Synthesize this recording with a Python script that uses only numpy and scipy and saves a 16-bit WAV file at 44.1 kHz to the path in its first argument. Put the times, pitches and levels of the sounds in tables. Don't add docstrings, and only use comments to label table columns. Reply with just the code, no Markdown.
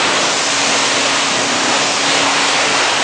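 import sys
import numpy as np
from scipy import signal
from scipy.fft import rfft, irfft, next_fast_len
from scipy.io import wavfile
from scipy.ndimage import uniform_filter1d, map_coordinates

SR = 44100
rng = np.random.default_rng(int(sys.argv[2]) if len(sys.argv) > 2 else 0)


def inscribe(sig):
    pcm = np.round(np.clip(np.atleast_2d(sig).T, -1, 1) * 32767)
    wavfile.write(sys.argv[1], SR, pcm.astype(np.int16))


def invert_db(level):
    return 10 ** (np.asarray(level, dtype=float) / 20)


N = 133623

# (time [s], level [dB])
CHAIN_LOAD = [(0, -16), (.25, -17.5), (.45, -19.5), (.8, -16), (1.15, -16.5), (1.5, -18.5), (1.95, -17.5),
              (2.2, -15), (2.55, -15.5), (2.85, -16.5), (3.03, -16.5)]
# (frequency [Hz], level [dB])
STEEL_COLOUR = [(250, -47), (450, -10), (650, -3.5), (1100, -2.5), (1600, -5), (2600, -4.5), (4000, -7.5),
                (7000, -17.5)]
# (frequency [Hz], time to fall 60 dB [s])
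HALL_DECAY = [(200, 1.2), (2000, 2.23), (9000, 1.2)]
# (time [s], level [dB])
GRAIN_FLOW = [(0, -26.5), (.1, -23), (.31, -19), (.76, -19), (1.07, -20), (1.5, -21.5), (1.86, -19.5),
              (2.1, -21.5), (2.6, -21), (2.8, -21), (3.03, -25.5)]
# (frequency [Hz], level [dB])
GRAIN_COLOUR = [(1000, -25.5), (2500, -0.5), (4000, -1.5), (5500, 1), (7000, 1.5), (8000, -5)]
# (time [s], level [dB])
AIR_LEVEL = [(0, -0.5), (.22, 3), (.48, -1.5), (.8, 0.5), (1.05, 0), (1.3, -1.5), (1.7, 3.5), (1.95, 0),
             (2.2, 1.5), (2.45, -1), (2.62, 0), (2.8, 0.5), (3.03, 2)]
# (frequency [Hz], level [dB])
AIR_COLOUR = [(40, -50.5), (75, -22), (110, -7), (200, -7), (300, -2.5), (600, -1), (1500, -9.5)]
# (time [s], level [dB])
FAN_HUM = [(0.0, -36), (0.14, -32), (0.37, -35.5), (0.89, -30.5), (1.2, -35), (1.87, -31.5), (1.97, -36),
           (2.02, -31.5), (2.27, -28), (2.35, -34), (2.65, -33), (2.86, -40), (2.97, -35), (3.03, -45)]
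# (time [s], pitch [Hz], level [dB])
BLOWER_NOTE = [(.55, 224, -54), (.7, 227, -31), (.85, 240, -45.5), (1.0, 249, -34), (1.2, 244, -39.5),
               (1.7, 245, -30), (1.85, 245, -50)]
# (pitch [Hz], level [dB], loudest moment [s], span of the swell [s])
GEAR_WHINES = [(2606, -37, 2.2, 1.6), (2550, -38, 1.8, .6), (4226, -38, 2.1, .25), (1035, -32, 2.45, .17),
               (3770, -39, 2.7, .12), (619, -34, .75, .25), (1050, -36, .6, .9), (855, -34, 2.25, .2),
               (468, -34, 1.75, .12)]
# (frequency [Hz], level [dB])
HAND_COLOUR = [(15, -7), (30, -1), (55, 0), (80, -12), (120, -61)]
# (time [s], boom pitch [Hz], level [dB])
BUCKET_TIPS = [
    (.2, 600, -27),
    (.74, 620, -26),
    (1.05, 646, -26),
    (2.25, 850, -27),
    (2.6, 696, -25.5),
    (2.8, 1450, -27.5),
]
# (lower edge [Hz], upper edge [Hz])
LEAK_BANDS = [(2050, 2950), (5400, 6300)]
# (frequency [Hz], level [dB])
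MIC_ROLL_OFF = [(7000, 0.5), (8000, 1), (9000, -5.5), (9600, -12), (9900, -21), (10150, -67)]

STEEL_DB, GRAIN_DB, AIR_DB = -0.37, 1.04, -24
KNOCKS_PER_S, GRAINS_PER_S = 1500, 6000
PANEL_DB, PANEL_HZ, PANEL_SPREAD, PANEL_T60_S = -16, 804.5, 0.45, 0.5
ECHO_DB = 6
FAN_HZ, FAN_DRIFT_HZ, FAN_GAIN_DB = 278.1, 0.3, 1
HAND_DB = -68
TIP_HALF_S, TIP_WIDTH = 0.07, 1.28
LEAK_DB, LEAK_RARE = -45.5, 0.72
EDGE_HZ, EDGE_SWING_HZ = 10030, 170
LIMIT, KNEE = 1.05, 6
IMAGE_DB = -22


def unit(x):
    return x / np.sqrt(np.mean(x ** 2) + 1e-20)


def along(points, hz):
    f, value = np.transpose(points)
    return np.interp(np.log(hz + 1), np.log(f + 1), value)


def curves(rows):
    s, *columns = np.transpose(rows)
    return [np.interp(np.arange(N) / SR, s, column) for column in columns]


def wobble(rate):
    return map_coordinates(rng.standard_normal(200), [np.arange(N) * rate / SR])


def tone(hz):
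    return np.sin(2 * np.pi * np.cumsum(hz) / SR)


def coloured(x, points):
    size = next_fast_len(N + 8192)
    gain = invert_db(along(points, np.fft.rfftfreq(size, 1 / SR)))
    return irfft(rfft(x, size) * gain, size)[..., :N]


def patchy(x, depth_db):
    z = signal.stft(x, nperseg=512)[2]
    field = uniform_filter1d(rng.standard_normal(z.shape), 8, 0)
    field = uniform_filter1d(field, 16, 1)
    return signal.istft(z * invert_db(depth_db * unit(field)), nperseg=512)[1][:N]


def impacts(count, spread_db):
    draw = rng.random((int(count * N / SR), 3))
    size = invert_db(-spread_db * np.log(draw[:, 1] + 1e-9))
    push_or_pull = np.sign(draw[:, 2] - 0.5)
    return np.bincount((draw[:, 0] * N).astype(int), size * push_or_pull, N)


def hall(x):
    wet, size = np.zeros(N + 2 * SR), SR // 4
    for start in range(0, N, size):
        hz, t, z = signal.stft(rng.standard_normal(SR), SR, nperseg=256)
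        fade = invert_db(-60 * t / along(HALL_DECAY, hz)[:, None])
        tail = signal.istft(z * fade, SR, nperseg=256)[1]
        part = signal.fftconvolve(x[start:][:size], tail)
        wet[start:][:len(part)] += part
    earlier = np.pad(wet[N:], (0, N))[:N]
    return unit(unit(x) + invert_db(ECHO_DB) * unit(wet[:N] + earlier))


def panels():
    draw, t = rng.standard_normal((150, 3)), np.arange(SR // 3) / SR
    out = np.zeros(N + SR)
    for k, (pitch, size, late) in enumerate(draw):
        hz = PANEL_HZ * np.exp(PANEL_SPREAD * pitch)
        ring = np.sin(2 * np.pi * hz * t) * (1 - np.exp(-t / 0.025))
        start = int((k + late % 1) / len(draw) * (N + SR // 3))
        out[start:][:len(t)] += invert_db(4.9 * size - 60 * t / PANEL_T60_S) * ring
    return unit(out[SR // 3:][:N])


def elevator():
    load_db, = curves(CHAIN_LOAD)
    hits = hall(impacts(count=KNOCKS_PER_S, spread_db=1.77))
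    knocks = unit(coloured(patchy(hits, depth_db=0.62), STEEL_COLOUR))
    level_db = load_db + STEEL_DB + 0.57 * wobble(8.49)
    return invert_db(level_db) * (knocks + invert_db(PANEL_DB) * panels())


def chute():
    flow_db, = curves(GRAIN_FLOW)
    hits = hall(impacts(count=GRAINS_PER_S, spread_db=1.85))
    hiss = unit(coloured(patchy(hits, depth_db=0.75), GRAIN_COLOUR))
    return invert_db(flow_db + GRAIN_DB + 0.19 * wobble(9.52)) * hiss


def fans():
    rush = patchy(rng.standard_normal(N), depth_db=1.38)
    roar = unit(coloured(rush, AIR_COLOUR + [(6000, -44)]))
    flow_db, = curves(AIR_LEVEL)
    roar_gain = invert_db(AIR_DB + flow_db + 0.44 * wobble(5.4))
    hum_db, = curves(FAN_HUM)
    hum_gain = invert_db(hum_db + FAN_GAIN_DB + 1.4 * wobble(12))
    hum = hum_gain * tone(FAN_HZ + FAN_DRIFT_HZ * wobble(2.9))
    hz, note_db = curves(BLOWER_NOTE)
    note = invert_db(note_db) * tone(hz + 0.52 * wobble(9))
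    return roar_gain * roar + np.sqrt(2) * (hum + note)


def gears():
    t, out = np.arange(N) / SR, np.zeros(N)
    for hz, db, loudest, span in GEAR_WHINES:
        swell_db = db - 10 * ((t - loudest) / span) ** 2 + 1.5 * wobble(17)
        out += invert_db(swell_db) * tone(hz + 1.4 * wobble(12))
    return out


def thuds():
    rumble = unit(coloured(rng.standard_normal(N), HAND_COLOUR))
    return invert_db(HAND_DB + 5.6 * wobble(8)) * rumble


def tips():
    t, out = np.arange(N) / SR, np.zeros(N)
    for s, hz, db in BUCKET_TIPS:
        colour = [(hz / 2, -60), (hz / TIP_WIDTH, -6), (hz, 0), (hz * TIP_WIDTH, -6), (hz * 2, -60)]
        boom = unit(coloured(rng.standard_normal(N), colour))
        out += invert_db(db - 9 * ((t - s) / TIP_HALF_S) ** 2) * boom
    return out


def scene():
    mono = elevator() + chute() + fans() + gears() + thuds() + tips()
    return np.tile(mono, (2, 1))


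def ragged_top(x):
    hz, t, z = signal.stft(x, SR, nperseg=1024)
    moment = np.minimum(t * SR, N - 1).astype(int)
    edge = EDGE_HZ + EDGE_SWING_HZ * np.round(wobble(17)[moment])
    chance = rng.random((hz.size // 4 + 1, t.size // 2 + 1))
    chance = np.repeat(chance, 2, 1).repeat(4, 0)[:, :t.size][:hz.size]
    holes = chance < (hz[:, None] - edge + 1200) / 3500
    kept = (hz[:, None] < edge) & ~holes
    return signal.istft(z * kept, SR, nperseg=1024)[1][..., :N]


def leak():
    out = np.zeros(N)
    for low, high in LEAK_BANDS:
        band = [(low - 90, -70), (low, 0), (high, 0), (high + 90, -70)]
        noise = unit(coloured(rng.standard_normal(N), band))
        out += noise * np.clip((wobble(27) - LEAK_RARE) * 8, 0, 1)
    return invert_db(LEAK_DB) * out


def band_limit(x):
    return signal.sosfilt(signal.butter(12, 12660, fs=SR, output="sos"), x)


def record(dry):
    limited = dry / (1 + np.abs(dry / LIMIT) ** KNEE) ** (1 / KNEE)
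    x = ragged_top(coloured(limited, MIC_ROLL_OFF + [(10600, -140)]))
    mirrored = x * (-1.) ** np.arange(N)
    image = coloured(mirrored, [(11900, -140), (12100, 0), (12400, -15), (13000, -80), (14000, -140)])
    left_right = leak() * [[1], [-1]]
    return band_limit(x + invert_db(IMAGE_DB) * image + left_right)


dry = scene()
out = record(dry)
inscribe(out)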